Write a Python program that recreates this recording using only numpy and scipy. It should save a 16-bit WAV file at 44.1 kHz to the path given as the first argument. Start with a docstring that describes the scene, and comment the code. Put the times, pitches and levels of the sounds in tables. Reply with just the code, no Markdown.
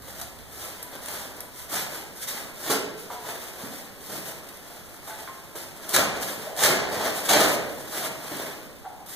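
"""Light swishes and ticks of a cloth flag over a low rumble: a rider swings it on a stick in a wooden arena.
Ripples crinkle the fabric and shove the air, the sheet fills with soft whumps, the free edge snaps.
The walking horse's hooves knock dully; a hollow body is bumped once; far off, a thin whistle and squeaks.
The hall rings after every swing, and a small two-port microphone widens the sound."""
import sys
import numpy as np
from scipy import signal
from scipy.fft import rfft, irfft, next_fast_len
from scipy.io import wavfile

SR = 44100
rng = np.random.default_rng(int(sys.argv[2]) if len(sys.argv) > 2 else 0)


def output_pcm(signal):
    """Save a mono or channel-first signal as 16-bit PCM at the path in sys.argv[1].

    Samples are clipped to [-1, 1] before scaling.
    """
    pcm = np.clip(np.atleast_2d(signal).T, -1, 1) * 32767
    wavfile.write(sys.argv[1], SR, np.round(pcm).astype(np.int16))


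N = 403515
TIME = np.arange(N) / SR

# Spectra of hall hush, fabric rustle, pushed air, full crack and thin tick.
# Each row: frequency in Hz, relative density in dB.
HUSH_SPECTRUM = [(20, 1.5), (60, -6), (150, 2), (600, 1), (1500, -10.5), (4000, -17), (9000, -30),
                 (15500, -30)]
RUSTLE_SPECTRUM = [(500, -16), (1200, -1.5), (1750, 0), (2600, -1), (3600, -0.5), (4400, -3.5), (5200, -2),
                   (7000, -2), (9500, -2), (12000, -3.5), (14000, -5.5), (15500, -7)]
BILLOW_SPECTRUM = [(25, -27), (60, -13.5), (120, -12), (250, -5.5), (450, -0.5), (650, 2), (900, -3.5),
                   (1250, -8.5), (1750, -5.5), (2300, -8.5), (3500, -12), (7000, -18.5), (15000, -54)]
CRACK_SPECTRUM = [(300, -49), (1000, 9), (1800, 8), (3600, 11.5), (5000, 6.5), (6500, 7), (9000, 4),
                  (12000, 0.5), (15500, -10)]
TICK_SPECTRUM = [(2000, -49), (6000, -13), (9000, 7.5), (11000, 5.5), (13000, 7), (15500, -1)]
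# Low hum. Each row: pitch in Hz, starting level in dB.
HUM_TONES = [(69, -55), (107, -61)]
# Hall tail. Each row: band centre in Hz, T60 in seconds, gain in dB.
HALL_BANDS = [(100, 1.5, 1.5), (388, 1.33, 1), (1000, 0.9, 0.5), (2320, 0.77, -3.5), (5000, 0.57, -3),
              (8460, 0.47, -6), (15200, 0.33, -7.5)]
# Whistle envelope. Each row: time in seconds, level in dB.
WHISTLE_ENVELOPE = [(.72, -80), (.79, -52), (.9, -59), (1.15, -63), (1.55, -59), (1.75, -82)]
# Far squeaks. Each row: peak time in seconds, level in dB, pitch in Hz, half length in seconds.
FAR_SQUEAKS = [(8.868, -38, 797, 0.019), (8.963, -49, 755, .018), (9.013, -47, 790, .022)]
# Modes of the bumped body. Each row: pitch in Hz, level in dB, T60 in seconds.
BODY_MODES = [(196, -41, 0.41), (274.5, -29, 0.64), (392, -34.5, 0.97), (452, -31, 0.58), (562, -40, 0.75),
              (595, -32, 0.21), (624, -32, 0.42), (710, -33, 0.33), (1140, -33.5, .3)]
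# Hoof knocks. Each row: start in seconds, level in dB, pitch in Hz, decay in seconds, ringing share 0-1.
HOOF_KNOCKS = [(0.214, -33, 725, 0.0058, 0.5), (3.099, -42, 1173, 0.025, 0.7),
               (3.101, -32, 718, 0.026, 0.4), (3.102, -38, 970, 0.043, 1), (3.148, -38, 978, 0.023, 1),
               (3.635, -30.5, 195, 0.013, 0), (5.075, -35, 668, 0.033, 0.45),
               (5.092, -42.5, 865, 0.043, 0.66), (5.106, -37, 1510, 0.025, 0.4),
               (5.274, -33, 1060, 0.022, 0.43), (5.55, -33.5, 332, 0.012, 0.04),
               (5.553, -37, 620, .008, .1), (5.573, -41, 556, 0.0061, 0.1), (8.851, -39, 850, .012, .1)]
# Cloth going taut. Each row: start in seconds, level in dB, pitch and nominal width in Hz,
# decay and rise in seconds.
CLOTH_WHUMPS = [(1.717, -32, 190, 110, 0.033, .015), (2.695, -20, 424, 130, 0.03, 0.0032),
                (2.694, -35, 185, 50, 0.041, 0.0032), (2.703, -30, 680, 200, 0.025, 0.0036),
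                (4.082, -35.5, 263, 190, 0.074, 0.0092), (4.091, -47, 95, 60, 0.094, 0.018),
                (4.268, -33.5, 402, 220, 0.024, 0.009), (5.953, -29.5, 68, 70, 0.033, 0.0056),
                (5.964, -29, 950, 220, 0.022, .004), (5.965, -30.5, 200, 80, 0.045, .01),
                (6.439, -28, 596, 131, 0.093, 0.044), (6.673, -19, 383, 108, 0.031, 0.014),
                (7.287, -22, 1400, 1200, .015, .005), (7.304, -18.5, 620, 168, 0.077, 0.014),
                (7.33, -22, 1710, 300, .03, 0.0053), (7.434, -40, 603, 171, 0.024, 0.006),
                (7.342, -29, 170, 120, 0.072, 0.0087), (7.97, -39.5, 160, 109, 0.1, 0.022),
                (8.311, -35, 200, 160, 0.04, 0.0036)]
# Edge snaps. Each row: start in seconds, relative level in dB, decay in seconds, thin tick share 0-1.
EDGE_SNAPS = [(0.021, -32, 0.0022, 0.4), (.107, -33, .002, 0.8), (0.213, -23.5, 0.0056, 0.55),
              (.388, -33, .002, 0.6), (0.8265, -24, 0.0048, 0.99), (.914, -36, .005, 1),
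              (0.952, -31, .003, 1), (1.034, -30.5, 0.0015, .95), (1.058, -28, 0.002, 0.7),
              (1.06, -23, .0015, 0.5), (1.085, -20, 0.0015, 0.5), (1.364, -35, .006, 1),
              (1.405, -19.5, 0.002, 0.96), (1.739, -20, .004, 0.85), (2.287, -21, 0.0027, 0.7),
              (3.305, -37, .004, 0.6), (4.286, -32, .003, .7), (4.488, -29, 0.004, 0.74),
              (4.57, -31, 0.002, 1), (5.554, -29, 0.0043, 0.5), (5.8915, -15, 0.0018, 0.9),
              (5.9622, -3.5, 0.0034, 0.1), (5.968, -15, .002, 0.2), (6.565, -20, 0.0014, 0.2),
              (6.6354, -4.5, 0.0036, 0), (7.288, -11.5, 0.018, 0.1), (7.3256, -13, 0.003, 0),
              (7.331, -9, 0.0076, 0), (7.4072, -9, .001, .7), (8.368, -24, 0.0027, 0.8),
              (9.06, -35, .01, 0.7)]
# Flag strokes. Each row: fastest moment in seconds, relative rustle and billow levels in dB,
# swell and fade in seconds.
FLAG_STROKES = [(.098, -42, -45.5, 0.052, 0.055), (.2, -39, -49, 0.05, 0.064), (.645, -36, -42, 0.1, 0.082),
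                (.825, -45, -44.5, 0.1, 0.033), (.958, -48, -39.5, 0.044, 0.016),
                (1.165, -36, -41, 0.15, 0.11), (1.41, -50, -43, 0.072, 0.015),
                (1.585, -40, -62, 0.048, 0.07), (1.752, -25, -31.5, 0.033, 0.073),
                (1.95, -38.5, -41.5, 0.067, 0.091), (2.18, -42, -56, 0.033, .04),
                (2.234, -28.5, -49, 0.02, 0.015), (2.286, -27.5, -42, .011, 0.037),
                (2.38, -38, -39.5, 0.11, 0.09), (2.655, -32, -35, 0.057, 0.083),
                (2.721, -20.5, -29.5, 0.026, 0.036), (3.0, -40, -54, .03, 0.065),
                (3.14, -40, -40, 0.04, 0.031), (3.305, -36.5, -36, 0.077, 0.067),
                (3.42, -40.5, -48, 0.062, 0.14), (3.65, -41.5, -43, 0.12, 0.16),
                (3.785, -41, -61, 0.06, 0.035), (4.135, -35.5, -41, 0.092, 0.12),
                (4.295, -36.5, -46.5, 0.059, 0.047), (4.72, -49.5, -52, 0.4, 0.65),
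                (5.095, -39, -53, 0.048, 0.037), (5.205, -41.5, -43.5, 0.06, 0.077),
                (5.561, -38, -44.5, 0.0054, 0.098), (5.85, -45, -44, 0.14, 0.087),
                (5.905, -29, -36, 0.016, 0.033), (5.949, -15, -22.5, 0.011, 0.016),
                (5.968, -23.5, -22, 0.0053, 0.057), (6.17, -41.5, -33, 0.027, 0.036),
                (6.227, -26, -38, 0.015, 0.018), (6.29, -35, -38.5, 0.051, 0.076),
                (6.45, -40, -39.5, 0.071, 0.08), (6.606, -22.5, -30, 0.025, .02),
                (6.642, -17, -23.5, 0.031, 0.066), (6.725, -46, -27, 0.085, 0.12),
                (6.93, -33, -28.5, 0.033, 0.071), (7.075, -31, -26.5, 0.095, 0.04),
                (7.179, -28, -37, 0.04, 0.037), (7.26, -26, -39, 0.018, 0.016),
                (7.302, -18, -21, 0.016, 0.065), (7.34, -28, -20, 0.026, 0.04),
                (7.408, -22.5, -22, 0.042, 0.086), (7.548, -26, -44, 0.063, 0.0085),
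                (7.8, -44, -46.5, 0.25, 0.56), (7.985, -30, -34.5, 0.069, 0.049),
                (8.058, -27.5, -28, 0.04, 0.022), (8.39, -37, -36.5, 0.18, 0.15),
                (9.1, -38, -67, 0.025, 0.29)]
# Microphone ports. Each row: frequency in Hz, crossfeed share 0-1 (capped in use), side gain in dB.
MIC_PORTS = [(30, 0.38, 6), (70, 0.38, -5.5), (151, 0, -2.5), (620, 0.03, -7), (1110, 0.58, -4),
             (1920, 0.37, 2.5), (2470, 0.76, 2.5), (3640, 0.66, -2.5), (4540, 0.6, 1.5), (7160, 0.18, -0.5),
             (13000, 0.37, 0), (16000, 1, -1)]

HARD_STROKE_DB = -37   # above this the rustle dulls and folds less
PAN_RIGHT = np.array([[-1], [1]])


def from_db(db):
    """Decibels to gain."""
    return 10 ** (np.asarray(db) / 20)


def unit_rms(x):
    """Scale to unit power."""
    return x / np.sqrt(np.mean(x ** 2) + 1e-20)


def at_hz(rows, hz):
    """Table columns interpolated over log frequency."""
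    points_hz, *columns = np.transpose(rows)
    return [np.interp(np.log(hz + 1), np.log(points_hz), column) for column in columns]


def colour(x, spectrum):
    """Apply a smooth spectrum; unit power."""
    size = next_fast_len(N)
    level_db, = at_hz(spectrum, np.fft.rfftfreq(size, 1 / SR))
    return unit_rms(irfft(rfft(x, size) * from_db(level_db), size)[..., :N])


def drift(rate_hz):
    """Slow random wander of unit power."""
    hop, settle = 40, 2000
    pole = np.exp(-2 * np.pi * rate_hz * hop / SR)
    noise = rng.standard_normal(N // hop + settle + 2)
    slow = signal.lfilter([1], [1, -2 * pole, pole ** 2], noise)[settle:]
    return np.interp(np.arange(N) / hop, np.arange(len(slow)), unit_rms(slow))


def wavering(hz, waver, rate_hz):
    """Unit-power tone of wandering pitch."""
    pitch_hz = hz * (1 + waver * drift(rate_hz))
    return np.sqrt(2) * np.sin(2 * np.pi * np.cumsum(pitch_hz) / SR)


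def band_noise(size, hz, stage_width_hz):
    """Noise through two equal resonators."""
    radius = np.exp(-np.pi * stage_width_hz / SR)
    resonator = [1, 0, -1], [1, -2 * radius * np.cos(2 * np.pi * hz / SR), radius ** 2]
    once = signal.lfilter(*resonator, rng.standard_normal(size))
    return signal.lfilter(*resonator, once)


def puff(hz, width_hz, envelope):
    """Band noise burst with the power of its envelope."""
    noise = band_noise(SR, hz, 2 * width_hz)[-len(envelope):]
    return unit_rms(noise * envelope) * np.sqrt(np.mean(envelope ** 2))


def highpass(x, hz):
    """Second-order high-pass."""
    return signal.sosfilt(signal.butter(2, hz, "high", fs=SR, output="sos"), x)


def add(track, start_s, sound):
    """Mix a sound into a track."""
    start = max(round(start_s * SR), 0)
    track[start:start + len(sound)] += sound[:N - start]


def background(fall_db_per_s=6, rumble_rest_db=-60, pan_db=1.5):
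    """Even hall hush, a microphone rumble that sinks to a steady level, and a fading hum."""
    fall_db = fall_db_per_s * TIME
    rumble_db = np.maximum(-51.5 - fall_db, rumble_rest_db)
    rumble = from_db(rumble_db) * unit_rms(band_noise((2, N), hz=58, stage_width_hz=62))
    hum = sum(from_db(db - fall_db) * wavering(hz, waver=0.033, rate_hz=4) for hz, db in HUM_TONES)
    hush = from_db(-48) * colour(rng.standard_normal((2, N)), HUSH_SPECTRUM)
    return hush + from_db(pan_db * PAN_RIGHT) * (rumble + hum)


def arena(x, build_s=0.00016):
    """Dense hall tail, separate at each port; the treble dies first."""
    t = TIME[:3 * SR // 2]
    hz = np.fft.rfftfreq(len(t), 1 / SR)
    centres_hz = np.array(HALL_BANDS)[:, 0]
    noise, tail = rfft(rng.standard_normal((2, len(t)))), 0
    for (_, t60_s, gain_db), selector in zip(HALL_BANDS, np.eye(len(HALL_BANDS))):
        band = np.interp(np.log(hz + 1), np.log(centres_hz), selector)
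        envelope = from_db(-60 * t / t60_s) * (1 - np.exp(-t / build_s))
        envelope /= np.sqrt(np.sum(envelope ** 2))
        tail = tail + from_db(gain_db) * irfft(noise * band, len(t)) * envelope
    return signal.fftconvolve(x[None], tail, axes=1)[:, :N]


def sweep_through_hall(x, patterns):
    """The wide, moving cloth wanders between several echo patterns."""
    weights = np.array([drift(rate_hz=12.7) for _ in range(patterns)])
    weights /= np.sqrt(np.sum(weights ** 2, axis=0))
    return sum(arena(x * weight) for weight in weights)


def direct_path(x, wide_above_hz=4800, side_db=2.5):
    """Straight sound: body alike at both ports, fine treble spread wide."""
    scrambled = highpass(x, wide_above_hz) * rng.choice([-1, 1], N)
    side = from_db(side_db) * highpass(scrambled, wide_above_hz)
    return from_db(-4) * np.array([x + side, x - side])


def whistle():
    """One faint, thin tone hangs in the hall."""
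    level_db = np.interp(TIME, *np.transpose(WHISTLE_ENVELOPE), left=-np.inf, right=-np.inf)
    return from_db(level_db) * wavering(hz=990, waver=0.01096, rate_hz=10)


def squeaks(rasp_db=-1):
    """Short, far hoots with a rasp; each swells and fades."""
    out = np.zeros(N)
    for peak_s, db, hz, half_s in FAR_SQUEAKS:
        rasp = from_db(rasp_db) * unit_rms(band_noise(N, hz, stage_width_hz=330))
        envelope = from_db(db) * np.exp(-((TIME - peak_s) / half_s) ** 2)
        out += envelope * (wavering(hz, waver=0.045, rate_hz=61.7) + rasp)
    return out


def bump(start_s=2.694, rise_s=0.0042):
    """A soft blow rings a hollow body; it flexes, so its modes wander in pitch."""
    out, t = np.zeros(N), TIME[:SR]
    for hz, db, t60_s in BODY_MODES:
        envelope = from_db(db - 60 * t / t60_s) * (1 - np.exp(-t / rise_s))
        mode = wavering(hz, waver=0.024, rate_hz=23)[:SR] / np.sqrt(2)
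        add(out, start_s, envelope * mode)
    return out


def hooves(contact_db=-14, contact_s=0.0027, attack_s=0.00058):
    """Each knock: a brief contact, then one hollow mode inside a broad thud."""
    out, t = np.zeros(N), TIME[:SR // 2]
    attack = 1 - np.exp(-t / attack_s)
    for start_s, db, hz, decay_s, ringing in HOOF_KNOCKS:
        decay = np.exp(-t / decay_s)
        mode = np.sqrt(2 * ringing) * decay * np.sin(2 * np.pi * hz * t)
        contact = from_db(contact_db) * puff(4.4 * hz, hz, np.exp(-t / contact_s))
        thud = puff(hz, 0.62 * hz, decay)
        knock = mode + np.sqrt(1 - ringing) * (contact + thud)
        add(out, start_s, from_db(db) * attack * knock)
    return out


def whumps():
    """The sheet fills and goes taut: a soft puff of air, pitched by the size of the fold."""
    out, t = np.zeros(N), TIME[:SR // 2]
    for start_s, db, hz, width_hz, decay_s, rise_s in CLOTH_WHUMPS:
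        envelope = (1 - np.exp(-t / rise_s)) * np.exp(-t / decay_s)
        add(out, start_s, from_db(db) * puff(hz, width_hz, envelope))
    return out


def creases(per_s, spread_db):
    """Tiny buckles of the fabric: random clicks of uneven size."""
    buckles = rng.random(N) < per_s / SR
    signs = rng.choice([-1, 1], N)
    size_db = spread_db * np.minimum(rng.exponential(1, N), 4)
    return unit_rms(buckles * signs * from_db(size_db))


def crinkles(rustle_db, offset_db=-14.5, decay_s=0.00018):
    """Larger folds pop out of the rustle; they stand out less when hard strokes pull the cloth taut."""
    clicks = creases(per_s=130, spread_db=1.5) + 1e-18
    envelope = signal.lfilter([1], [1, -np.exp(-1 / (decay_s * SR))], clicks)
    pops = colour(envelope * rng.standard_normal(N), RUSTLE_SPECTRUM)
    taut_db = 0.3 * np.maximum(rustle_db - HARD_STROKE_DB, 0)
    return from_db(rustle_db + offset_db - taut_db) * pops


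def snaps(trim_db=-1, rise_share=0.25):
    """The free edge whips round: full cracks, and thin ticks when only the tip flicks."""
    cracks, ticks = np.zeros((2, N))
    t = TIME[:SR // 10]
    for start_s, db, decay_s, thin in EDGE_SNAPS:
        rise = 1 - np.exp(-t / (rise_share * decay_s))
        envelope = from_db(db + trim_db) * rise * np.exp(-t / decay_s)
        add(cracks, start_s, np.sqrt(1 - thin) * envelope)
        add(ticks, start_s, np.sqrt(thin) * envelope)
    cracks *= colour(rng.standard_normal(N), CRACK_SPECTRUM)
    ticks *= colour(rng.standard_normal(N), TICK_SPECTRUM)
    return cracks, ticks


def stroke_levels_db(trail_rustle_db=-50, trail_billow_db=-56, slack_at_s=8.24, slack_db_per_s=6):
    """Rustle and billow swell with each stroke; between strokes the cloth trails until it hangs slack."""
    slack_db = slack_db_per_s * np.maximum(TIME - slack_at_s, 0)
    power = from_db(np.array([[trail_rustle_db], [trail_billow_db]]) - slack_db) ** 2
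    for fastest_s, rustle_db, billow_db, swell_s, fade_s in FLAG_STROKES:
        near = slice(*np.searchsorted(TIME, [fastest_s - 0.5, fastest_s + 1]))
        t = TIME[near] - fastest_s
        # Exponent 1 is a straight slope in dB, 2 a rounded bell.
        speed = np.exp(-np.where(t < 0, np.abs(t / swell_s) ** 1.53, np.abs(t / fade_s) ** 1.42))
        power[:, near] += (from_db([[rustle_db], [billow_db]]) * speed) ** 2
    return 10 * np.log10(power)


def flag(rustle_db, billow_db, rustle_trim_db=1, billow_trim_db=1.5):
    """Ripples run down the cloth, crinkling the fabric and shoving the air; hard strokes sound duller."""
    sheen_db = 4.5 - 0.29 * np.maximum(rustle_db - HARD_STROKE_DB, 0)
    ripple = drift(rate_hz=32)
    fabric = colour(creases(per_s=7000, spread_db=2), RUSTLE_SPECTRUM)
    fabric += (from_db(sheen_db) - 1) * highpass(fabric, hz=8800)
    air = colour(creases(per_s=5000, spread_db=3), BILLOW_SPECTRUM)
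    rustle = from_db(rustle_db + rustle_trim_db) * unit_rms(fabric * from_db(1.26 * ripple))
    billow = from_db(billow_db + billow_trim_db) * unit_rms(air * from_db(2.04 * ripple))
    return rustle + billow


def scene(crack_send_db=1, tick_send_db=3, bump_send_db=-14):
    """Flag and horse, heard straight and through the hall."""
    rustle_db, billow_db = stroke_levels_db()
    cloth = flag(rustle_db, billow_db) + whumps()
    cracks, ticks = snaps()
    ticks += crinkles(rustle_db)
    steps = hooves()
    hollow = bump()
    far = whistle() + squeaks()
    flag_send = cloth + from_db(crack_send_db) * cracks + from_db(tick_send_db) * ticks
    hall = sweep_through_hall(flag_send, patterns=6)
    hall += arena(steps + far + from_db(bump_send_db) * hollow)
    return direct_path(cloth + cracks + ticks + steps + far) + hollow + hall + background()


def record(dry, cross_lag_s=0.0003878, bass_pan_db=1.5, bass_below_hz=290, cutoff_hz=15520):
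    """Two-port microphone: each side subtracts the other, delayed. Bass leans right; the top is cut."""
    size = next_fast_len(N + SR // 10)
    hz = np.fft.rfftfreq(size, 1 / SR)
    left, right = rfft(dry, size)
    share, side_db = at_hz(MIC_PORTS, hz)
    share = np.clip(share, 0, 0.95)
    cross = share * np.exp(-2j * np.pi * hz * cross_lag_s)
    mid = (left + right) / 2 * (1 - cross)
    side = (left - right) / 2 * (1 + cross) * from_db(side_db)
    pan = from_db(bass_pan_db * PAN_RIGHT / (1 + (hz / bass_below_hz) ** 4))
    ports = pan * np.array([mid + side, mid - side]) / np.sqrt(1 + share ** 2)
    lowpass = signal.ellip(14, 0.2, 90, cutoff_hz, fs=SR, output="sos")
    return signal.sosfilt(lowpass, irfft(ports, size)[:, :N])


dry = scene()
out = record(dry)
output_pcm(out)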